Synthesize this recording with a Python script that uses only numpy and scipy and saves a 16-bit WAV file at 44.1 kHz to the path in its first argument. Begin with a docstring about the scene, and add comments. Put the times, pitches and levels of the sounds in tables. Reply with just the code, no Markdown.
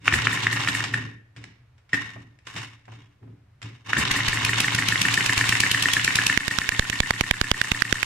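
"""Model gas engine on a table

A small engine on a wooden table, close to a stereo microphone in a bare room. A flick gives a few
knocking turns that die out; it is turned by hand, flicked again and gathers speed. Each running cycle is
an exhaust spit (noise burst) and two knocks (frame modes) over whirring gears (tooth impulses in steel).
At last the spits harden to pops, gas slugs that overload the microphone input.
"""
import sys
import numpy as np
from scipy import signal
from scipy.fft import rfft, irfft, next_fast_len
from scipy.io import wavfile
from scipy.ndimage import uniform_filter1d, map_coordinates

SR = 44100
rng = np.random.default_rng(int(sys.argv[2]) if len(sys.argv) > 2 else 0)


def put_to_file(sound):
    """Save the sound as 16-bit audio at rate SR, in the file named by the first command-line argument."""
    columns = np.atleast_2d(sound).T  # one column per channel
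    safe = np.clip(columns, -1, 1)
    whole_steps = np.round(safe * 32767)
    wavfile.write(sys.argv[1], SR, whole_steps.astype(np.int16))


N = 355005

# Table levels are relative: the layer gains come on top.
# crank knocks as the wheel is flicked or turned by hand:
# t/s, level/dB, length/s, time span over which softer knocks follow/s (0 = none follow)
CRANK_KNOCKS = [(0.081, -1.5, 0.0021, 0.2), (0.126, -6.5, 0.0018, 0), (0.1405, -13, 0.0034, 0.0017),
                (0.2718, -7, 0.0026, 0.19), (0.47, -7.5, 0.0021, 0.19), (0.6762, -8.5, 0.0019, 0.24),
                (0.686, -22, 0.0019, 0.00049), (0.9395, -19, 0.0027, 0.0068), (1.933, -15.5, 0.0058, 0),
                (1.94, -23, .004, 0.011), (3.934, -7, 0.0021, 0.17), (3.969, -16, 0.0038, 0)]
# softer knocks within such a span: share of span, level/dB, length/s
REBOUND_KNOCKS = [(0.31, -20.5, 0.0053), (0.543, -18.5, 0.0026)]
# frame modes rung by a knock: f/Hz, level/dB
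FRAME_MODES = [(1500, -4), (1810, 8), (2200, -1.5), (2680, -6)]
# frame mode that sings on: f/Hz, width/Hz, level/dB
SINGING_MODE = [(1860, 7.5, -7)]
# dry steel contact spectrum: f/Hz, density/dB per Hz
STEEL_SPECTRUM = [(200, -12.5), (800, -2.5), (1100, -5.5), (1800, 6.5), (3700, -2), (4400, -9.5),
                  (5300, -2.5), (6300, -13.5), (7300, -7), (13000, -38)]
# exhaust rate from the first running stroke on: t/s, f/Hz (cycles)
CYCLE_RATE = [(4.115, 5.868), (4.3, 6.064), (5.05, 8.11), (5.45, 8.946), (5.7, 9.061)]
# strong exhaust strokes: t/s, bark/dB, hollow middle/dB, low thump/dB
POP_STROKES = [(6.3759, -12.5, -10.5, -16), (6.4813, -17, -16, -26), (6.5871, -16, -15.5, -20.5),
               (6.6916, -15, -12, -23), (6.7953, -11.5, -11.5, -9.5), (6.8998, -21, -38, -23.5),
               (7.004, -12, -7, -10.5), (7.1082, -16, -4.5, -16), (7.2101, -16.5, -7, -11.5),
               (7.3117, -11.5, -4, -13.5), (7.4141, -13, -12, -11), (7.5154, -12, -3.5, -9),
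               (7.6159, -13, -44, -24), (7.7184, -13.5, -13.5, -13), (7.822, -12, -34, -25),
               (7.9269, -12.5, -14.5, -14), (8.0307, -16, -16, -29)]
# exhaust spectra, hiss and bark: f/Hz, density/dB per Hz
SPIT_SPECTRUM = [(1000, -93), (2400, 16.5), (4500, 10.5), (7500, 7), (12000, 0), (15500, -13)]
BARK_SPECTRUM = [(150, 7.5), (1000, -12.5), (1700, 13), (2500, 8.5), (7000, -7.5), (15000, -78)]
# hollow middle of a pop: f/Hz, density/dB per Hz
HOLLOW_SPECTRUM = [(450, -9.5), (1050, 14), (2200, -23)]
# wheel coasting after the first flick: t/s, table rumble/dB, gear whirr/dB
COAST_LEVELS = [(0.0, -49.5, -64.5), (0.07, -34, -28.5), (0.14, -29.5, -28), (0.25, -28, -28.5),
                (0.8, -32, -29), (0.91, -33, -40.5), (0.99, -28, -39), (1.12, -38.5, -50), (1.22, -51, -75)]
# last flick and the run: t/s, table rumble/dB, gear whirr/dB
RUN_LEVELS = [(3.851, -46, -54.5), (3.89, -36, -33.5), (3.99, -31, -23), (4.08, -29, -27),
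              (5.2, -30.5, -27.5), (6.33, -40.5, -30), (6.42, -44, -33.5), (7.0, -39.5, -35),
              (8.041, -43, -35)]
# small turns by hand: t/s, hold/s, table rumble/dB, gear whirr/dB
HAND_TURNS = [(1.374, 0.057, -40, -55), (1.939, 0.094, -37, -37.5), (2.158, 0.028, -38, -54.5),
              (2.473, 0.078, -48, -44.5), (2.555, 0.032, -35, -36.5), (2.895, 0.095, -45, -55),
              (3.227, 0.084, -41.5, -76), (3.646, 0.014, -36, -45.5)]
# gear whirr spectrum: f/Hz, density/dB per Hz
WHIRR_SPECTRUM = [(200, -54), (400, -8), (620, -11.5), (800, -4), (1400, -4.5), (1850, 2.5), (2100, -8),
                  (2900, -1.5), (3700, -15.5), (6000, -14.5), (12000, -68.5)]
# resonances rung by the gear teeth: f/Hz, width/Hz, level/dB
GEAR_RESONANCES = [(2184, 110, -2.5), (3698, 120, -6)]
# piston and intake hiss: t/s, level against the whirr/dB
SLIDE_LEVELS = [(.85, 0.5), (1.1, -5), (2.3, -3), (2.55, 3), (2.9, -5), (4.1, -2.5), (5.2, 7.5), (7.5, 8)]
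# piston and intake spectrum: f/Hz, density/dB per Hz
SLIDE_SPECTRUM = [(2500, -36), (4300, -2.5), (6100, -7.5), (7400, 0.5), (8500, -4.5), (10500, -10.5),
                  (15000, -21)]
# cam follower taps: share of cycle or span, level against the whirr/dB
CAM_TAPS = [(0.222, 4), (.69, 4)]
# scraping or ticking valve-gear links: f/Hz, density/dB per Hz
ROD_SPECTRUM = [(1500, -27), (2500, 5), (3600, 7.5), (5500, -5), (8000, -9), (15000, -56.5)]
# valve rod and catch clicks: t/s, level/dB, length/s
VALVE_CLICKS = [(0.644, -25, 0.0037), (0.839, -12, 0.0071), (1.363, -36, 0.015), (1.44, -25, 0.0033),
                (1.78, -50, 0.0092), (1.892, -42.5, 0.012), (1.931, -21, 0.01), (2.388, -44.5, .005),
                (2.469, -23, 0.0057), (2.562, -25.5, 0.027), (2.854, -44, 0.0055), (2.937, -42, 0.0065),
                (3.617, -28.5, 0.0064), (3.627, -28.5, 0.0072)]
# finger bumps on the flywheel: t/s, level/dB
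FINGER_GRIPS = [(2.163, -39.5), (2.565, -37), (2.881, -42), (2.927, -48.5), (3.23, -52), (3.276, -56.5)]
# dull grip spectrum: f/Hz, density/dB per Hz
GRIP_SPECTRUM = [(150, -2), (700, 4), (2200, -7.5), (6000, -40)]
# shaft squeaks: t/s, length/s, f/Hz, level/dB
SHAFT_SQUEAKS = [(2.94, 0.17, 3320, -68)]
# modes of the base on the table top: f/Hz, width/Hz, level/dB
TABLE_MODES = [(69.1, 46, -11), (124, 18.2, 5.5), (189, 43, -2.5), (246.7, 9.2, 0.5), (282, 13, 2.5),
               (394, 110, -10)]
# base rocking as the hand flicks the wheel: t/s, level/dB
BASE_THUMPS = [(0.142, -22.5), (3.985, -23.5)]
# thud of the rocking base: f/Hz, density/dB per Hz
THUD_SPECTRUM = [(25, -20.5), (70, 2.0), (300, -9.5), (2500, -63.0)]
# left-right likeness of noise: f/Hz, coherence
STEREO_COHERENCE = [(250, 0.99), (500, -0.14), (1100, 0.34), (2000, 0.49), (4000, 0.051), (10000, -0.14)]
# room decay: f/Hz, t60/s
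ROOM_T60 = [(100, 0.76), (260, 0.081), (1840, 0.53), (5000, 0.47), (12000, 0.029)]
# quiet air spectrum: f/Hz, density/dB per Hz
AIR_SPECTRUM = [(25, -17), (120, 5.5), (170, -19.5), (1800, -25), (15000, -50.5)]

# spit levels at full speed, growth per doubling of speed, random spread
SPIT_HISS_DB, SPIT_BARK_DB, SPIT_KNOCK_DB = -13.5, -22, -13
HISS_GROWTH_DB, BARK_GROWTH_DB, KNOCK_GROWTH_DB = 8.5, -6.5, 11.5
SPIT_SCATTER_DB, POP_HISS_DB = 1.6, -18.5
# under power the crank knocks less, and ever less
POWERED_KNOCK_DB, KNOCK_FADE_DB_PER_S = -20, 2
CLACK_PITCH_RATIO = 1.09  # second knock over first
TURN_RISE_DB_PER_S, WHIRR_FALL_DB_PER_S, RUMBLE_FALL_DB_PER_S = 888, 120, 118
TOP_HZ = 15600


def knocks(lead_s=0.001885, attack_s=0.00061, thud_db=4):
    """A knock rings frame modes and bumps the table; short, hard ones clack more broadly."""
    ring, blows, t = np.zeros((2, N)), np.zeros(N), np.arange(SR // 25) / SR
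    hz, level_db = np.transpose(FRAME_MODES)[:, :, None]
    rows = knock_times()
    for s, db, length_s, pitch in rows:
        chance = rng.standard_normal((4, len(FRAME_MODES), 1))
        detuned_hz = hz * pitch * (1 + 0.022 * chance[0])
        phase = 2 * np.pi * detuned_hz * t + 0.35 * chance[2:]  # one phase set per channel
        purity = (abs(length_s) / 0.004) ** 0.8  # long knocks favour the strongest modes
        mode_gain = amp(level_db * purity + 2 * chance[1])
        modes = (mode_gain * np.sin(phase)).sum(1)
        shape = (1 - np.exp(-(t / attack_s) ** 2)) * np.exp(-(t / length_s) ** 1.85)
        add(ring, s - lead_s, amp(db + 4.0) * unit(modes) * shape)
        # a longer blow shoves the table harder
        add(blows, s - lead_s, amp(db + thud_db) * purity ** 2 * np.hanning(40))
    contact_env = swells(rows[:, 0], rows[:, 1] - 17, rise_s=0.0013, fall_s=0.007)
    contact = contact_env * coloured(noise(), STEEL_SPECTRUM)
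    singing = filtered(ring, lambda f: resonances(SINGING_MODE, f))
    return ring + singing + contact + filtered(blows, table)


def knock_times():
    """Running, play is taken up twice a cycle, second as a shorter, higher clack: t/s, dB, length/s, pitch."""
    s, fired = strokes(), np.transpose(POP_STROKES)[0]
    weak_db = SPIT_KNOCK_DB + KNOCK_GROWTH_DB * weak_strokes()[1]
    powered_db = POWERED_KNOCK_DB - KNOCK_FADE_DB_PER_S * (fired - fired[0])
    db = np.append(weak_db, powered_db)
    cycle_s = np.append(np.diff(s), s[-1] - s[-2])
    first = s + 0.256 * cycle_s + 0.0034
    second = s + 0.51 * cycle_s + 0.0046
    clack_db = db + np.interp(s, [4.5, 6.4], [5, -1])
    length_s = 0.005 * np.exp(rng.normal(0, 0.1, len(s)))
    by_hand = [(at, level, ring_s, 1) for at, level, ring_s, _ in CRANK_KNOCKS]
    rebounds = [(at + share * span_s, level, ring_s, 1)
                for at, _, _, span_s in CRANK_KNOCKS if span_s > 0
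                for share, level, ring_s in REBOUND_KNOCKS]
    knock_rows = np.c_[first, db, length_s, np.ones(len(s))]
    clack_rows = np.c_[second, clack_db, 0.45 * length_s, np.full(len(s), CLACK_PITCH_RATIO)]
    rows = np.vstack([by_hand, rebounds, knock_rows, clack_rows])
    return rows[rows[:, 0] < N / SR]


def spits():
    """Weak cycles leave the exhaust valve as a short hiss, sharper as the speed grows."""
    s, speed = weak_strokes()
    chance_db = SPIT_SCATTER_DB * rng.standard_normal((len(s), 2))
    hiss_db = SPIT_HISS_DB + HISS_GROWTH_DB * speed + chance_db[:, 0]
    bark_db = SPIT_BARK_DB + BARK_GROWTH_DB * speed + chance_db[:, 1]
    hiss = swells(s, hiss_db, rise_s=0.0027, fall_s=0.0032) * coloured(noise(), SPIT_SPECTRUM)
    bark = swells(s, bark_db, rise_s=0.0049, fall_s=0.0036) * coloured(noise(), BARK_SPECTRUM)
    return hiss + bark + gas_push(s + 0.00082, hiss_db - 7.0, rise_s=0.0014, stop_s=0.001)


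def pops(jet_lag_s=0.000559):
    """Strong cycles pop and suck air back; the jet strikes the right microphone port first and hardest."""
    s, bark_db, middle_db, thump_db = np.transpose(POP_STROKES)
    bark_noise = levelled(coloured(rng.standard_normal(N), BARK_SPECTRUM))
    bark = swells(s, bark_db + 9.0, rise_s=0.0013, fall_s=0.00078) * bark_noise
    hollow_noise = levelled(coloured(rng.standard_normal(N), HOLLOW_SPECTRUM))
    hollow = swells(s, middle_db, rise_s=0.00047, fall_s=0.0006) * hollow_noise
    hiss_env = swells(s, np.full(len(s), POP_HISS_DB), rise_s=0.0015, fall_s=0.0025)
    pop = bark + hollow + hiss_env * coloured(noise(), SPIT_SPECTRUM)
    left = filtered(pop[0], lambda hz: amp(-13.5) * np.exp(-2j * np.pi * hz * jet_lag_s))
    right = amp(1) * pop[1]
    push = gas_push(s - 0.0002, thump_db - 5.5, rise_s=0.0012, stop_s=0.0012)
    suction = strikes(s + 0.00069, thump_db + 1, decay_s=0.0023)
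    return np.array([left, right]) + push - suction


def gas_push(times, levels_db, rise_s, stop_s):
    """A slug of gas builds pressure, stops short and leaves a suction behind (two high-passes)."""
    slug = swells(times, levels_db, rise_s, stop_s)
    return filtered(slug, lambda hz: 1j * hz / (1j * hz + 75) * 1j * hz / (1j * hz + 12))


def weak_strokes(count=18):
    """One exhaust stroke a cycle until the engine catches: t/s, speed in doublings from full speed."""
    s, rate_hz = np.transpose(CYCLE_RATE)
    times = [s[0]]
    while len(times) < count:
        times.append(times[-1] + 1 / np.interp(times[-1], s, rate_hz))
    return np.array(times), np.log2(np.interp(times, s, rate_hz) / rate_hz[-1])


def strokes():
    """Times of all exhaust strokes, weak and strong."""
    return np.append(weak_strokes()[0], np.transpose(POP_STROKES)[0])


def cycle_times(share):
    """The moment at a given share of every span after a hand-driven knock and of every running cycle."""
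    s = strokes()
    by_hand = [at + share * span_s for at, _, _, span_s in CRANK_KNOCKS if span_s > 0]
    return np.append(by_hand, s[:-1] + share * np.diff(s))


def running_gear(tooth_rate_hz=700, tooth_db=5, tooth_t60_s=0.022, flutter_db=2.0, ring_db=-7, slack_db=-1.0):
    """Gear teeth chatter in many small steel resonances while the piston slides."""
    t = np.arange(N) / SR
    slack = cycle_times(0.12)  # gears run slack early in each cycle or span
    lull_db = swells(slack, np.zeros(len(slack)), rise_s=0.014, fall_s=0.01) * slack_db
    whirr = amp(gear_levels(t)[1] + lull_db + flutter_db * wobble(70))
    slide = whirr * amp(np.interp(t, *np.transpose(SLIDE_LEVELS)))
    teeth = (rng.random(N) < tooth_rate_hz / SR) * rng.standard_normal(N)
    steel = rng.standard_normal((2, SR // 8)) * amp(-60 * t[:SR // 8] / tooth_t60_s)
    rung_teeth = signal.fftconvolve(teeth[None], steel, axes=1)[:, :N]
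    chatter = noise() + amp(tooth_db) * unit(spread(rung_teeth))
    ring = unit(filtered(noise(), lambda hz: resonances(GEAR_RESONANCES, hz)))
    gears = whirr * (amp(-2.5) * coloured(chatter, WHIRR_SPECTRUM) + amp(ring_db) * ring)
    return gears + slide * amp(-15.5) * coloured(chatter, SLIDE_SPECTRUM)


def gear_levels(t):
    """Table rumble and whirr in dB: the wheel spins freely, or a hand turn starts, holds and dies away."""
    fall = np.array([[RUMBLE_FALL_DB_PER_S], [WHIRR_FALL_DB_PER_S]])

    def outside_db(start, end):
        return TURN_RISE_DB_PER_S * np.maximum(start - t, 0) + fall * np.maximum(t - end, 0)

    levels = [np.array([[rumble], [whirr]]) - outside_db(s, s + hold)
              for s, hold, rumble, whirr in HAND_TURNS]
    for s, rumble, whirr in (np.transpose(COAST_LEVELS), np.transpose(RUN_LEVELS)):
        spin = np.array([np.interp(t, s, rumble), np.interp(t, s, whirr)])
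        levels.append(spin - outside_db(s[0], s[-1]))
    return np.max(levels, axis=0)


def cam_ticks():
    """The follower taps the cam twice a cycle or span, as hard as the gears run."""
    taps = np.zeros(N)
    for share, db in CAM_TAPS:
        when = cycle_times(share)
        scatter_db = rng.normal(0, 1.5, len(when))
        taps += strikes(when, gear_levels(when)[1] + db + scatter_db, decay_s=0.0042)
    return taps * coloured(noise(), ROD_SPECTRUM)


def valve_rod(cycle_share=0.853, rod_db=-2.5):
    """The rod scrapes as the cam lifts it, as hard as the gears run."""
    lift = cycle_times(cycle_share)
    level_db = gear_levels(lift)[1] + rod_db + 1.5 * rng.standard_normal(len(lift))
    scrape = swells(lift, level_db, rise_s=0.011, fall_s=0.017) * amp(3.6 * wobble(300))
    return scrape * coloured(noise(), ROD_SPECTRUM)


def loose_parts(rattle_rate_hz=28):
    """Air is sucked in between the knocks; loose links tick at random, as hard as the gears run."""
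    intake = cycle_times(0.32)
    suck_env = swells(intake, gear_levels(intake)[1] - 4, rise_s=0.0099, fall_s=0.025)
    suck = suck_env * coloured(noise(), SLIDE_SPECTRUM)
    when = np.flatnonzero(rng.random(N) < rattle_rate_hz / SR) / SR
    tick_db = gear_levels(when)[1] - 3.5 + 2 * rng.standard_normal(len(when))
    return suck + strikes(when, tick_db, decay_s=0.0015) * coloured(noise(), ROD_SPECTRUM)


def clicks():
    """Light, dry steel contacts in the valve gear snap sharply and die away."""
    contacts = sum(strikes([s], [db - 6.5], decay_s=length_s) for s, db, length_s in VALVE_CLICKS)
    return contacts * coloured(noise(), STEEL_SPECTRUM)


def handling():
    """Fingers bump the wheel (dull noise) and the eased shaft squeaks (unsteady sine)."""
    grip_env = swells(*np.transpose(FINGER_GRIPS), rise_s=0.0012, fall_s=0.0095)
    sound = grip_env * coloured(noise(), GRIP_SPECTRUM)
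    for s, length_s, squeak_hz, db in SHAFT_SQUEAKS:
        n = int(length_s * SR)
        hz = squeak_hz * (1 + 0.0063 * wobble(150)[:n])
        add(sound, s, amp(db) * np.hanning(n) * np.sin(2 * np.pi * np.cumsum(hz) / SR))
    return sound


def table_top(boom_hz=113.1, wander_rad=0.61):
    """The shaken table rumbles in its modes, booms at one low pitch and thuds as the base rocks."""
    t = np.arange(N) / SR
    lumps = amp(2.5 * wobble(24))
    boom = lumps * np.sin(2 * np.pi * boom_hz * t + wander_rad * wobble(9.8))
    shaken = unit(filtered(noise(), table))
    rumble = amp(gear_levels(t)[0]) * (amp(-2.5) * boom + amp(-7.5) * shaken)
    thud = coloured(noise(), THUD_SPECTRUM)
    return rumble + swells(*np.transpose(BASE_THUMPS), rise_s=0.016, fall_s=0.03) * thud


def table(hz):
    """Response of the wooden base and table top."""
    return resonances(TABLE_MODES, hz)


def room(x, echo_s=0.0105, echo_db=-12, tail_db=-9):
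    """One near surface answers first, then the room rings out as decaying noise."""
    hz, t, z = signal.stft(rng.standard_normal((2, SR * 2 // 3)), SR, nperseg=256)
    decay = amp(-60 * t / along(ROOM_T60, hz)[:, None])
    tail = signal.istft(z * decay, SR, nperseg=256)[1]
    late = signal.fftconvolve(x, tail / np.linalg.norm(tail[0]), axes=1)[:, :N]
    return filtered(amp(echo_db) * x + amp(tail_db) * late, lambda f: np.exp(-2j * np.pi * f * echo_s))


def quiet_air():
    """Steady, mostly low noise under everything."""
    return amp(-58.0) * coloured(noise(), AIR_SPECTRUM)


def amp(db):
    """Decibels to gain."""
    return 10 ** (np.asarray(db) / 20)


def unit(x):
    """Scale to rms 1."""
    return x / np.sqrt(np.mean(x ** 2) + 1e-20)


def along(points, hz):
    """(f/Hz, value) points read on a log axis."""
    f, v = np.transpose(points)
    return np.interp(np.log(hz + 1), np.log(f + 1), v)


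def wobble(rate_hz):
    """A smooth random curve, rate_hz knots a second."""
    knots = rng.standard_normal(int(N * rate_hz / SR) + 4)
    return map_coordinates(knots, [np.arange(N) * rate_hz / SR])


def filtered(x, response):
    """x times a complex response of frequency."""
    m = next_fast_len(N + SR // 2)
    return irfft(rfft(x, m) * response(np.fft.rfftfreq(m, 1 / SR)), m)[..., :N]


def coloured(x, spectrum):
    """x shaped by the given spectrum, at rms 1."""
    return unit(filtered(x, lambda hz: amp(along(spectrum, hz))))


def levelled(x):
    """Noise with its chance swells evened out, so that a brief burst has a set strength."""
    return x / np.sqrt(np.abs(uniform_filter1d(x ** 2, SR // 400)) + 1e-9)


def resonances(modes, hz):
    """Sum of (f/Hz, width/Hz, level/dB) resonances with alternating signs."""
    return sum((-1) ** k * amp(db) * 1j * hz * w / (c * c - hz * hz + 1j * hz * w)
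               for k, (c, w, db) in enumerate(modes))


def spread(pair):
    """Two unrelated signals become left and right, alike in the bass."""
    def turn(hz):
        return np.arccos(np.clip(along(STEREO_COHERENCE, hz), -1, 1)) / 2

    mid, side = filtered(pair, lambda hz: np.array([np.cos(turn(hz)), np.sin(turn(hz))]))
    return np.array([mid + side, mid - side])


def noise():
    """Stereo noise from white sources."""
    return spread(rng.standard_normal((2, N)))


def add(track, s, sound):
    """Mix a sound into a track at time s."""
    i = int(np.clip(round(s * SR), 0, N - 1))
    track[..., i:i + sound.shape[-1]] += sound[..., :N - i]


def swells(times, levels_db, rise_s, fall_s):
    """An envelope with one quick swell peaking at each time."""
    env, t = np.zeros(N), np.arange(-SR // 12, SR // 4) / SR
    shape = np.exp(-np.where(t < 0, (t / rise_s) ** 2, np.abs(t / fall_s) ** 1.2))
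    for s, db in zip(times, levels_db):
        add(env, s + t[0], amp(db) * shape)
    return env


def strikes(times, levels_db, decay_s, attack_s=0.00038):
    """An envelope that jumps up at each time and then dies away."""
    env, t = np.zeros(N), np.arange(SR // 8) / SR
    shape = (1 - np.exp(-(t / attack_s) ** 2)) * np.exp(-t / decay_s)
    for s, db in zip(times, levels_db):
        add(env, s, amp(db) * shape)
    return env


def scene():
    """The engine, its room and the quiet air around it."""
    near = knocks() + clicks() + handling() + spits()
    exhaust = pops()
    gear = running_gear() + cam_ticks() + valve_rod() + loose_parts()
    echoes = room(near + amp(-48) * exhaust)
    return near + exhaust + echoes + gear + table_top() + quiet_air()


def record(dry, threshold_db=-13, recovery_s=0.051, reaction_s=0.0038, ceiling=1.0, low_cut_hz=6):
    """Gain control ducks just after loud peaks and recovers; soft clipping and band limits follow."""
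    power = np.abs(uniform_filter1d(np.max(dry ** 2, axis=0), SR // 400))
    fading = np.arange(N) / SR / recovery_s
    held = np.exp(np.maximum.accumulate(np.log(power + 1e-12) + fading) - fading)
    held = np.interp(np.arange(N) - reaction_s * SR, np.arange(N), held)
    ducked = dry / (1 + (held / amp(threshold_db + 3.5) ** 2) ** 2) ** 0.3
    clipped = ducked / (1 + np.abs(ducked / ceiling) ** 6) ** (1 / 6)
    return filtered(clipped, lambda hz: 1j * hz / (1j * hz + low_cut_hz) / (1 + (hz / TOP_HZ) ** 80))


dry = scene()
out = record(dry)
put_to_file(out)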